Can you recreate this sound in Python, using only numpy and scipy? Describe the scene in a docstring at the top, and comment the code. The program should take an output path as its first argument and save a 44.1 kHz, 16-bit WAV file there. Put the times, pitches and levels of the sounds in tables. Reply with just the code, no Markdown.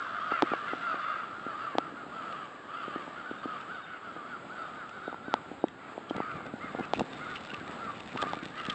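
"""Crow roost over a street at dusk

A big flock of crows gathers in bare trees. The nearest birds caw over one another: stacks of jittering
harmonics with air rush, rasp and rattle. Farther off, scores of caws blur into the din of the roost.
Walls, ground and trunks echo the calls; thin sagging tones whistle; shaped noise is the distant traffic.
Close to the microphone, the hand-held camera knocks, rumbles, rustles and creaks: pushes ring its modes."""
import sys
import numpy as np
from scipy import signal
from scipy.fft import rfft, irfft, next_fast_len
from scipy.io import wavfile
from scipy.ndimage import uniform_filter1d

SR = 44100
rng = np.random.default_rng(int(sys.argv[2]) if len(sys.argv) > 2 else 0)


def to_wav(s):
    """Save 16-bit WAV."""
    ch = np.atleast_2d(s).T  # columns
    pcm = np.round(np.clip(ch, -1, 1) * 32767)  # PCM
    wavfile.write(sys.argv[1], SR, pcm.astype(np.int16))


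N = 385434  # length in samples

# near birds: gain, and their echoes against the direct sound
CAW_DB, CAW_WET_DB = 2.5, -9
# of a fully rough caw: pitch wander and air rush as shares of pitch and tone; lines between the harmonics
JITTER, NOISE_SHARE, HALF_LINES = 0.038, 0.71, 0.45
# the region that a wide-open beak brightens: centre, and width as a share of it
OPEN_HZ, OPEN_WIDTH = 2150, 0.36
HOARSE_HZ = 1900  # overtones above this break up into a rattle
STREET_T60_S = 0.61

ROOST_DB = -8  # gain on the far din's own level
# the roost answers the near birds: level against theirs, and the time over which it swells and sinks
ANSWER_DB, ANSWER_S = -13, 0.16
# the din's overtones: their level when the din is at the reference, share of its swing in dB they follow
OVERTONE_DB, DIN_REFERENCE_DB, OVERTONE_FOLLOWS = -57.5, -45, 1

# gains on the handling tables and on the traffic
KNOCK_DB, SLIP_DB, RUMBLE_DB, RUSTLE_DB, TOWN_DB = 0.5, -1, -3.5, -2, 1
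# the grip holds the case still below this pitch: firm at first, slack once the camera has been swung round
FIRM_HZ, SLACK_HZ, SLACK_FROM_S = 304, 193, 6.19
# a contact harder than NAIL_HZ is a fingernail, too brief to rock the case even in a slack grip;
# NAIL_DB sets its sharp click against the peak in the table of knocks
NAIL_HZ, NAIL_DB = 3800, -8.5
# light bumps of the palm: rate, peak above the rumble table, spread, hardness
BUMPS_PER_S, BUMP_DB, BUMP_SPREAD_DB, BUMP_HARDNESS_HZ = 3.9, 9.5, 3.5, 220
# faint slips while the fingers rustle: rate, peak above the rustle table, spread
FAINT_SLIPS_PER_S, FAINT_SLIP_DB, FAINT_SPREAD_DB = 6.3, 8.5, 2
SLIP_S = 0.0021  # time constant of a slip's burst
DRAG_RUSTLE_DB = -19  # rustle of a dragging palm against its rumble
CUTOFF_HZ = 8300  # top of the recorder's band

# modes of the camera's case [f/Hz, level/dB, t60/s]
CASE_MODES = [(221, -22, 0.012), (315, -8.5, 0.025), (480, -11, 0.018), (782, 5, 0.0091), (1010, 4, 0.0027),
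              (3200, -6, 0.00092)]
# what slipping fingers ring with [f/Hz, level/dB, t60/s]
SLIP_RINGING = [(1920, 4.5, 0.0076), (2710, 12.5, 0.0028), (3510, 6, 0.0062), (4670, -27.5, 0.0024),
                (6960, -4.5, 0.002)]
# rumble of the shifting grip, before its gain [t/s, level/dB]
GRIP_RUMBLE = [(0.0, -54.5), (0.78, -54), (1.14, -56), (1.95, -52.5), (2.36, -56), (5.11, -54.5),
               (5.26, -49.5), (5.74, -53.5), (6.57, -47), (7.74, -48), (7.96, -45.5), (8.74, -49.5)]
# rustle of the fingers in the slack grip, before its gain [t/s, level/dB]
FINGER_RUSTLE = [(6.1, -63), (6.25, -66), (6.6, -62), (7.43, -50), (7.66, -56), (8.01, -53.5),
                 (8.16, -47.5), (8.59, -52), (8.74, -45)]


def near_crows():
    """The birds in the closest trees, each in the voice of the group that leads, with their echoes."""
    # near caws, before their gain [t/s, length/s, top f/Hz, level/dB,
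    # share of the length at which the pitch tops, brightness from the open beak/dB]
    calls = [(-.09, 0.14, 751, -40.5, 0.43, 5), (0.06, 0.083, 663, -45.5, .5, -8),
             (0.123, 0.1, 712, -41.5, 0.35, -2.5), (0.199, .12, 633.6, -40.5, 0.46, -3),
             (0.299, 0.12, 701, -37, 0.26, 7.5), (0.306, 0.025, 660, -33, 0.48, -3),
             (0.335, 0.011, 687, -37, 0.36, -3), (0.361, 0.044, 659, -38, 0.25, 0),
             (0.449, 0.11, 635, -39.5, .5, 5.5), (0.486, 0.099, 721, -42, 0.59, 2),
             (0.569, 0.14, 614, -47, 0.49, 0), (0.656, 0.094, 709, -40, .35, 8.5),
             (0.798, 0.19, 706.4, -40.5, 0.2, 5), (.858, 0.12, 670.4, -38.5, 0.21, -8),
             (.98, 0.079, 623, -40, 0.49, 0), (1.003, 0.22, 701, -44, 0.43, 8.5),
             (1.07, 0.086, 628, -38.5, .35, -4), (1.139, .13, 654, -46, 0.34, 9),
             (1.229, 0.12, 698, -46.5, 0.41, -1.5), (1.421, .14, 691, -43.5, 0.37, -2),
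             (1.52, 0.13, 623, -44, .45, -2.5), (1.581, 0.12, 688, -43, 0.47, -1),
             (1.633, .045, 664, -42.5, 0.38, -5), (1.66, 0.1, 603, -45, 0.22, 3),
             (1.764, 0.15, 679, -46, .37, 3), (1.947, 0.11, 721, -48.5, .37, -8),
             (2.109, .14, 680, -44, 0.42, -3.5), (2.216, 0.14, 689, -44.5, 0.54, -1),
             (2.335, .14, 658, -45.5, 0.35, -0.5), (2.663, 0.17, 654, -48.5, 0.52, -1),
             (2.726, .14, 696, -43.5, .42, -2), (2.811, 0.16, 628, -45.5, 0.39, 2.5),
             (2.924, .13, 624, -44.5, .3, -1.5), (3.145, 0.098, 716, -47.5, 0.41, 2.5),
             (3.234, .11, 756, -47, .47, -3), (3.292, .07, 654, -49.5, 0.33, 1),
             (3.43, 0.028, 634, -41, 0.72, -9), (3.46, 0.14, 650, -43.5, 0.18, -4),
             (3.499, 0.15, 604, -51.5, .25, 4), (3.675, 0.13, 763, -45, 0.48, -5),
             (3.753, 0.078, 658, -52, 0.38, 3), (3.84, 0.16, 756, -50, 0.44, 8),
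             (3.882, .11, 655, -53.5, 0.34, 3), (4.025, 0.1, 737, -47.5, 0.27, 1),
             (4.102, 0.16, 642, -51, 0.24, -1), (4.14, .11, 736, -54, .4, 1),
             (4.242, 0.14, 756, -45.5, .42, -0.5), (4.282, 0.1, 667, -51.5, .35, 0),
             (4.485, 0.14, 758, -47, 0.44, -3), (4.556, .13, 672, -47.5, 0.37, 1),
             (4.608, 0.11, 752, -49, 0.38, -7), (4.733, 0.12, 764, -49, 0.39, 3.5),
             (4.788, .12, 661, -53.5, 0.32, 1), (4.9, 0.12, 768, -49, .45, 0),
             (5.005, .12, 765, -48, 0.44, 0), (5.029, .11, 683, -51, .45, -4),
             (5.218, .14, 768, -47, 0.41, -3), (5.314, 0.083, 670, -48, 0.31, 4),
             (5.772, .14, 689, -53.5, .37, 8.5), (5.809, .14, 643, -57.5, 0.31, 12),
             (6.072, 0.14, 702, -50.5, .5, 1), (6.139, .12, 686, -45.5, 0.41, 9),
             (6.178, 0.17, 644, -46.5, 0.48, 4.5), (6.247, 0.13, 709, -46.5, 0.34, -0.5),
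             (6.289, 0.13, 631, -49.5, 0.27, 6), (6.34, 0.15, 590, -52, 0.22, 5),
             (6.4, 0.12, 701, -53.5, .4, 7), (6.6, .14, 644, -50, 0.36, 1),
             (6.591, 0.11, 719, -47.5, 0.41, 9.5), (6.68, 0.11, 590, -61, 0.46, 8),
             (6.728, 0.17, 713, -50, .3, 1), (7.142, 0.16, 631, -52.5, 0.49, -1),
             (7.19, 0.092, 726, -45, 0.49, 5), (7.249, 0.14, 750, -47.5, 0.4, -3),
             (7.27, 0.11, 623, -49, 0.38, 12), (7.51, 0.12, 604, -46.5, 0.37, 1),
             (7.653, 0.1, 647, -50, 0.44, 6), (7.772, 0.15, 685.4, -44.5, 0.36, 2.5),
             (7.86, 0.095, 597, -45, 0.31, -8), (8.143, 0.14, 696, -47.5, 0.46, 5),
             (8.166, 0.097, 626, -40.5, 0.45, -9), (8.25, .1, 612.5, -42, .35, 3.5),
             (8.325, 0.14, 592, -52, 0.31, 16), (8.532, .19, 686, -46.5, 0.38, 8),
             (8.568, 0.056, 652, -43.5, 0.46, 1), (8.652, .12, 634.5, -44.5, 0.39, 4)]
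    # a crow's throat [f/Hz, level/dB]
    throat = [(400, -23), (700, -7.5), (950, -16.5), (1170, 7.5), (1500, 6.5), (1750, -16.5), (2150, -10),
              (2450, -19), (2750, -21), (3150, -23), (3550, -21.5), (4150, -33.5), (4580, -18.5),
              (4850, -31), (5600, -49), (6700, -33.5), (8000, -53)]
    # voices of the groups [from t/s, roughness 0-1, clearness of the overtones 0-1,
    # beak resonance f/Hz, its level/dB, its width as a share of its pitch]
    voices = [(-1, 0.59, 0.83, 3780, 9.5, 0.096), (0.5, .52, .86, 3520, 4, .035),
              (0, .55, .84, 2900, 4, 0.055), (.97, .55, .88, 3200, 10, .03),
              (0.2, 0.5, .8, 2790, 10, 0.052), (2.0, .58, 0.75, 2960, 13, 0.17),
              (4, 0.45, 0.8, 3250, 12, 0.078), (4.5, 0.3, .92, 3730, 14.5, 0.058),
              (5.5, 0.51, 0.7, 2400, 3.5, 0.14), (6.55, 0.34, 0.92, 2080, 6, 0.087),
              (7.5, 0.41, 0.88, 1750, 4, 0.12)]
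    out = np.zeros(N)
    for start_s, length_s, top_hz, db, crest, open_db in calls:
        # the last listed voice whose time has come leads
        _, rough, clear, beak_hz, beak_db, width = [voice for voice in voices if voice[0] <= start_s][-1]
        call = caw(length_s, top_hz, rough, clear, crest, throat, beak_hz, beak_db, open_db, beak_width=width)
        add(out, start_s, from_db(db) * call)
    return from_db(CAW_DB) * (out + from_db(CAW_WET_DB) * street(out))


def caw(length_s, top_hz, rough, clear, crest, throat, beak_hz, beak_db, open_db=0,
        rasp_hz=78, rasp_depth=0.62, beak_width=0.2, count=8):
    """An arched stack of jittering harmonics, shaped by throat and beak; the high ones turn hoarse."""
    # the arch of one caw [share of its length, share of its top pitch, loudness 0-1]
    arch = [(0, .74, 0), (.08, .83, .75), (.22, .935, 1), (.34, .987, 1), (.45, 1, 1), (.62, .968, 1),
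            (.85, .875, .9), (1, .79, 0)]
    size = int(length_s * SR)
    share, pitch, loudness = np.transpose(arch)
    u = np.linspace(0, 1, size)

    # the beak lifts one region of the overtones; opened wide, it also brightens a second one
    f = np.geomspace(200, 9000, 120)
    beak_lift_db = beak_db * np.exp(-(np.log(f / beak_hz) / beak_width) ** 2)
    open_lift_db = open_db * np.exp(-(np.log(f / OPEN_HZ) / OPEN_WIDTH) ** 4)
    tract_db = 20 * np.log10(gain_at(throat, f)) + beak_lift_db + open_lift_db
    tract = np.transpose([f, tract_db])

    # an early crest makes a falling caw, a late one a rising one
    along = np.interp(u, [0, np.clip(crest, .05, .9), 1], [0, share[pitch.argmax()], 1])
    hz = top_hz * np.interp(along, share, pitch)
    jittered_hz = hz * (1 + JITTER * rough * wobble(size, 697.7))
    phase = 2 * np.pi * np.cumsum(jittered_hz) / SR

    # paths through the branches make each harmonic swell and fade on its own
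    def partial(k):
        level = gain_at(tract, k * hz) * from_db(3.3 * wobble(size, 30.9))
        return level * np.sin(k * phase + rng.uniform(0, 2 * np.pi))

    # strong and weak cycles alternate, which puts half lines between the harmonics
    harmonics = [partial(k) + HALF_LINES * rough * partial(k + .5) for k in range(1, count + 1)]
    tone = rms_one(sum(harmonics))
    # air rushes through once a cycle
    once_a_cycle = 1 + np.cos(phase)
    rush = coloured(rng.standard_normal(size) * once_a_cycle, tract)
    # the two sides of the syrinx beat unevenly against each other: the rasp
    beat_hz = rasp_hz * (rng.uniform(0.6994, 1.3) + 0.289 * wobble(size, 89.5))
    rasp = np.exp(rasp_depth * rough * np.sin(2 * np.pi * np.cumsum(beat_hz) / SR))
    # uneven cycles smear part of the high harmonics into a rattle that only throat and beak shape
    rattle = coloured(rng.standard_normal(size) * once_a_cycle * rasp, tract)
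    clear = np.clip(clear, 0, 1)
    overtones = clear * tone + np.sqrt(1 - clear ** 2) * rattle
    voice = cut(tone, HOARSE_HZ, "low", order=4) + cut(overtones, HOARSE_HZ, "high", order=4)
    return rms_one((voice + NOISE_SHARE * rough * rush) * rasp) * np.interp(u, share, loudness)


def street(x, first_s=.025, count=280):
    """Scattered echoes from walls, ground and trunks, fading with delay and duller than the direct sound."""
    delays = rng.uniform(first_s, .8, count)
    echoes = np.zeros(SR)
    echoes[(delays * SR).astype(int)] = rng.standard_normal(count) * from_db(-60 * delays / STREET_T60_S)
    unit_energy = echoes / np.linalg.norm(echoes)
    return cut(signal.fftconvolve(x, unit_energy)[:N], 4500, "low")


def roost(near, pitch_hz=675, pitch_spread=.075, rough=0.54, clear=0.66, crest=0.4005,
          beak_hz=2900, beak_db=2, split_hz=1900, count=96):
    """Scores of far caws blur into a din that swells whenever the near birds call."""
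    # the din's own level, before its gain [t/s, level/dB]
    own_level = [(0.0, -33), (0.92, -33.5), (1.35, -37.5), (1.7, -42.5), (2.08, -46), (2.2, -41.5),
                 (2.6, -43.5), (2.82, -40.5), (3.6, -41.5), (4.23, -45), (4.44, -58), (4.66, -41),
                 (5.67, -49), (6.28, -44), (6.47, -49.5), (6.86, -40), (7.01, -47), (7.76, -44.5),
                 (7.98, -59), (8.64, -43.5)]
    # far caws after their way through the air [f/Hz, level/dB]
    far_throat = [(400, -31.5), (700, -12.5), (950, -13.5), (1180, 1), (1480, 0), (1670, -2.5), (1850, -17),
                  (2300, -23.5), (3300, -12), (4300, -21.5), (6000, -30.5), (8000, -41)]
    out = np.zeros(N)
    for k in range(count):
        start_s = (k + rng.random() - 2) / (count - 2) * N / SR
        top_hz = pitch_hz * np.exp(pitch_spread * rng.standard_normal())
        length_s, far_beak_hz = rng.uniform(.16, .25), beak_hz * rng.uniform(0.62, 1.0)
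        add(out, start_s, caw(length_s, top_hz, rough, clear, crest, far_throat, far_beak_hz, beak_db, count=5))
    din = out + 0.59 * street(out)
    # even out the chance swells, then lay on the level
    din = din / np.sqrt(uniform_filter1d(din ** 2, size=6000) + 1e-9)
    own_db, = in_time(own_level)
    answer_power = uniform_filter1d((from_db(ANSWER_DB) * near) ** 2, size=int(ANSWER_S * SR))
    level_db = 10 * np.log10(from_db(own_db + ROOST_DB) ** 2 + answer_power)
    overtones_db = OVERTONE_DB + OVERTONE_FOLLOWS * (level_db - DIN_REFERENCE_DB)
    body = from_db(level_db) * rms_one(cut(din, split_hz, "low", order=4))
    return body + from_db(overtones_db) * rms_one(cut(din, split_hz, "high", order=4))


def whistles(quaver=0.0093, wet_db=-6):
    """Thin, high, nearly pure notes among the crows that sag in pitch, with their echoes."""
    # whistled notes [t/s, length/s, f/Hz, fall as a share of the pitch, level/dB]
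    notes = [(.96, 0.18, 3530, 0.011, -57.5), (3.3, 0.038, 3700, 0.054, -63),
             (3.375, 0.048, 3740, 0.05, -59), (3.74, 0.032, 3730, 0.045, -61),
             (3.826, 0.039, 3750, 0.072, -55.5), (5.238, .2, 3800, .005, -71),
             (5.581, 0.12, 3770, 0.0049, -65), (6.61, 0.15, 3610, .02, -66), (7.07, 0.16, 3710, 0.035, -61),
             (7.182, 0.2, 3680, 0.03, -62)]
    out = np.zeros(N)
    for start_s, length_s, hz, fall, db in notes:
        u = np.linspace(0, 1, int(length_s * SR))
        sagging_hz = hz * (1 - fall * u + quaver * wobble(len(u), 370))
        phase = 2 * np.pi * np.cumsum(sagging_hz) / SR
        add(out, start_s, from_db(db) * np.sqrt(2) * np.sin(np.pi * u) * np.sin(phase))
    return out + from_db(wet_db) * street(out)


def knocks(spot_db=4, detune=0.084):
    """Each knock rings the case a little differently; a soft finger pad leaves only the low thud."""
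    # knocks of the hand on the camera, before their gain [t/s, peak level/dB, hardness of the contact f/Hz]
    hits = [(.32, -19.5, 503), (0.423, -9.5, 4950), (.4295, -14, 395), (0.5176, -24, 201),
            (0.5361, -16, 2000), (0.7337, -21, 400), (.9425, -26, 504), (1.465, -26.5, 250),
            (1.7524, -20.5, 394), (1.784, -10.5, 4970), (1.88, -38, 246), (1.923, -36, 250),
            (1.937, -39, 250), (2.065, -36, 200), (2.545, -39, 250), (2.8803, -27.5, 195),
            (2.9596, -24.5, 250), (3.078, -30.5, 350), (3.3125, -26, 249), (3.456, -25, 300),
            (4.164, -31.5, 300), (5.079, -22, 387), (5.128, -27, 2000), (5.144, -27, 2020),
            (5.2815, -27, 199), (5.34, -9.5, 5070), (5.515, -27, 250), (5.64, -10.5, 387),
            (5.9787, -23, 1000), (6.109, -19.5, 400), (6.1805, -24.5, 450), (6.2027, -17, 800),
            (6.406, -29.5, 2000), (6.4568, -31, 500), (6.538, -26.5, 256), (6.7492, -22, 1390),
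            (6.7876, -28, 1500), (6.807, -24.5, 250), (6.9355, -12, 4730), (6.995, -25, 5000),
            (7.008, -16, 900), (7.0157, -22, 204), (7.533, -32, 302), (7.612, -34, 250),
            (7.695, -35.5, 250), (8.151, -28, 250), (8.16, -24, 1220), (8.2275, -20.5, 5000),
            (8.2378, -22, 3000), (8.268, -26.5, 500), (8.334, -19, 4500), (8.37, -30, 400),
            (8.461, -32.5, 253), (8.685, -27, 199)]
    # what a fingernail's click rings with [f/Hz, level/dB, t60/s]
    nail_modes = [(2180, -7, 0.0028), (3330, -1, 0.004)]
    out = np.zeros(N)
    bump_times = scattered(GRIP_RUMBLE, BUMPS_PER_S, BUMP_DB, BUMP_SPREAD_DB)
    bumps = [(s, db, BUMP_HARDNESS_HZ) for s, db in bump_times]
    for s, db, hardness_hz in list(hits) + bumps:
        held_hz = SLACK_HZ if s > SLACK_FROM_S and hardness_hz < NAIL_HZ else FIRM_HZ
        modes = [(hz * np.exp(detune * rng.standard_normal()), level + spot_db * rng.standard_normal(), t60)
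                 for hz, level, t60 in CASE_MODES]
        push = cut(signal.unit_impulse(SR // 20), hardness_hz, "low")
        knock = cut(ring(push, modes), held_hz, "high", order=3)
        add(out, s, from_db(db + KNOCK_DB) * knock / np.abs(knock).max())
        if hardness_hz > NAIL_HZ:
            click = ring(push, nail_modes)
            add(out, s, from_db(db + NAIL_DB) * click / np.abs(click).max())
    return out


def grip(soft_hz=260, low_hz=130, drag_hz=480):
    """Catches rumble through the palm, harder where it drags, and crackle as the fingers rustle when slack."""
    # the palm drags over the case [t/s, length/s, level/dB]
    palm_drags = [(6.141, 0.036, -37.5), (6.324, 0.09, -46.5), (6.449, 0.04, -44), (6.782, 0.024, -34),
                  (6.96, 0.074, -33), (8.202, 0.19, -51)]
    (rumble_db,), (rustle_db,) = in_time(GRIP_RUMBLE), in_time(FINGER_RUSTLE)
    slack = np.arange(N) / SR > FINGER_RUSTLE[0][0]
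    palm = cut(ring(catches(per_s=2200, size_db=3, clump_db=2.5), CASE_MODES), low_hz, "high")
    fingers = rms_one(ring(catches(per_s=1000, size_db=4.5, clump_db=3.0), SLIP_RINGING))
    rumble = from_db(rumble_db + RUMBLE_DB) * rms_one(cut(palm, soft_hz, "low"))
    rustle = slack * from_db(rustle_db + RUSTLE_DB) * fingers
    drag = strokes(palm_drags) * (rms_one(cut(palm, drag_hz, "low")) + from_db(DRAG_RUSTLE_DB) * fingers)
    return rumble + rustle + drag


def rubs(detune=0.098):
    """A fingertip creaks across the plastic in uneven runs of catches, each stroke at a pitch of its own."""
    # strokes of the fingertip [t/s, length/s, level/dB]
    rub_strokes = [(6.084, 0.045, -49), (6.306, 0.017, -47.5), (6.81, 0.069, -50), (6.931, 0.049, -45),
                   (7.351, 0.039, -40.5), (7.483, 0.039, -47.5), (7.531, 0.022, -40.5), (7.937, .04, -51),
                   (8.08, 0.059, -49), (8.165, 0.0165, -54), (8.2, 0.026, -56), (8.409, 0.028, -52),
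                   (8.568, 0.094, -46.5), (8.691, 0.021, -33.5)]
    # what a rub rings with [f/Hz, level/dB, t60/s]
    rub_modes = [(1750, 0.5, .003), (2690, 25.5, 0.0097), (3000, 3.5, .005), (3750, -8, 0.0043),
                 (4660, -19, 0.0022), (7550, -13, .003)]
    out, force = np.zeros(N), catches(per_s=1100, size_db=4.0, clump_db=4.5)
    for start_s, length_s, db in rub_strokes:
        shift = np.exp(detune * rng.standard_normal())
        run = force[int(start_s * SR):][:int(length_s * SR)]
        creak = rms_one(ring(run, [(hz * shift, level, t60) for hz, level, t60 in rub_modes]))
        add(out, start_s, from_db(db) * creak * np.sin(np.linspace(0, np.pi, len(creak))))
    return out


def slips(detune=0.038):
    """Skin lets go of the plastic in a short noise burst that rings a few high modes."""
    # fingers slip on the case, before their gain [t/s, peak level/dB]
    plain_slips = [(2.325, -34), (3.6107, -36.5), (4.893, -35), (5.6835, -34), (6.107, -45), (6.165, -32.5),
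                   (6.852, -35.5), (6.944, -38), (6.9945, -20.5), (7.3638, -44), (7.3725, -42),
                   (7.449, -33), (7.4963, -37), (7.5367, -42), (7.678, -34), (8.0043, -31), (8.093, -41),
                   (8.174, -23.5), (8.218, -23.5), (8.2245, -19), (8.6522, -27), (8.6644, -28),
                   (8.7018, -32), (8.731, -38)]
    out, t = np.zeros(N), np.arange(SR // 20) / SR
    faint = scattered(FINGER_RUSTLE, FAINT_SLIPS_PER_S, FAINT_SLIP_DB, FAINT_SPREAD_DB)
    for s, db in list(plain_slips) + faint:
        modes = [(hz * np.exp(detune * rng.standard_normal()), level, t60) for hz, level, t60 in SLIP_RINGING]
        tick = ring(rng.standard_normal(len(t)) * np.exp(-t / SLIP_S), modes)
        add(out, s, from_db(db + SLIP_DB) * tick / np.abs(tick).max())
    return out


def town(waver_db=1.5):
    """Shaped noise: a wash of far traffic that swells slowly and wavers, with a faint high hiss."""
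    # level of the far traffic, before its gain [t/s, level/dB]
    traffic_level = [(0.0, -49.5), (1.51, -50), (5.04, -50.5), (5.33, -50), (5.92, -51.5), (6.33, -50),
                     (7.89, -48.5), (8.25, -46.5), (8.42, -50), (8.74, -46.5)]
    # spectrum of the traffic wash and the high hiss, relative [f/Hz, level/dB]
    town_spectrum = [(30, -35.5), (60, -19), (130, -5), (270, 1.5), (450, 0), (800, 0), (1100, -3.5),
                     (2300, -11.5), (3500, -17), (5000, -26.5), (5800, -42.5), (6800, -28.5), (7700, -23),
                     (8300, -32)]
    level_db, = in_time(traffic_level)
    wash = from_db(level_db + TOWN_DB + waver_db * wobble(N, 4.9))
    return wash * coloured(rng.standard_normal(N), town_spectrum)


def scattered(curve, per_s, above_db, spread_db):
    """Random events (s, dB) over the span of a level curve, spread about a level above it."""
    s, db = np.transpose(curve)
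    times = rng.uniform(s[0], s[-1], int(per_s * np.ptp(s)))
    return [(t, np.interp(t, s, db) + above_db + spread_db * rng.standard_normal()) for t in times]


def catches(per_s, size_db, clump_db):
    """Skin catches on plastic: random clicks of uneven size, strong and weak in clumps."""
    sizes = from_db(size_db * np.minimum(rng.exponential(1, N), 4) + clump_db * wobble(N, 90))
    return sizes * rng.choice([-1, 1], N) * (rng.random(N) < per_s / SR)


def strokes(rows):
    """Pressure that swells and sinks once for each (start s, length s, dB)."""
    pressure = np.zeros(N)
    for start_s, length_s, db in rows:
        add(pressure, start_s, from_db(db) * np.sin(np.linspace(0, np.pi, int(length_s * SR))))
    return pressure


def ring(x, modes):
    """Damped modes (Hz, dB, t60 s), all driven by the same force."""
    out = 0
    for hz, db, t60 in modes:
        r, w = from_db(-60 / (t60 * SR)), 2 * np.pi * hz / SR
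        out = out + from_db(db) * signal.lfilter([0, np.sin(w)], [1, -2 * r * np.cos(w), r * r], x + 1e-18)
    return out


def from_db(db):
    """Decibels to gain."""
    return 10 ** (np.asarray(db) / 20)


def rms_one(x):
    """Scale to unit rms."""
    return x / np.sqrt(np.mean(x ** 2) + 1e-20)


def in_time(rows):
    """Each column of a curve at every sample."""
    s, *columns = np.transpose(rows)
    return [np.interp(np.arange(N) / SR, s, c) for c in columns]


def gain_at(spectrum, hz):
    """Gain of a (Hz, dB) spectrum on a log-frequency axis."""
    f, db = np.transpose(spectrum)
    return from_db(np.interp(np.log(hz + 1), np.log(f), db))


def coloured(x, spectrum):
    """Filter a sound by a (Hz, dB) spectrum; rms 1."""
    size = next_fast_len(len(x))
    shaped = rfft(x, size) * gain_at(spectrum, np.fft.rfftfreq(size, 1 / SR))
    return rms_one(irfft(shaped, size)[:len(x)])


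def cut(x, hz, kind, order=2):
    """Butterworth low- or high-pass."""
    return signal.sosfilt(signal.butter(order, min(hz, .45 * SR), kind, fs=SR, output="sos"), x)


def wobble(size, per_s):
    """Random wandering between per_s fresh values a second, with a spread near 1."""
    steps = np.arange(size) * per_s / SR
    count = int(steps[-1]) + 2
    return np.interp(steps, np.arange(count), rng.standard_normal(count))


def add(track, start_s, sound):
    """Mix a sound in at its time."""
    at = int(round(start_s * SR))
    first, last = max(at, 0), min(at + len(sound), N)
    if last > first:
        track[first:last] += sound[first - at:last - at]


def scene():
    """Crows and town around a hand-held camera, in one channel."""
    near = near_crows()
    birds = near + roost(near) + whistles()
    handling = knocks() + grip() + rubs() + slips()
    return (birds + handling + town())[None, :]


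def record(dry):
    """The recorder keeps only the lower treble: a steep elliptic low-pass."""
    return signal.sosfilt(signal.ellip(10, .3, 70, CUTOFF_HZ, fs=SR, output="sos"), dry)


dry = scene()
out = record(dry)
to_wav(out)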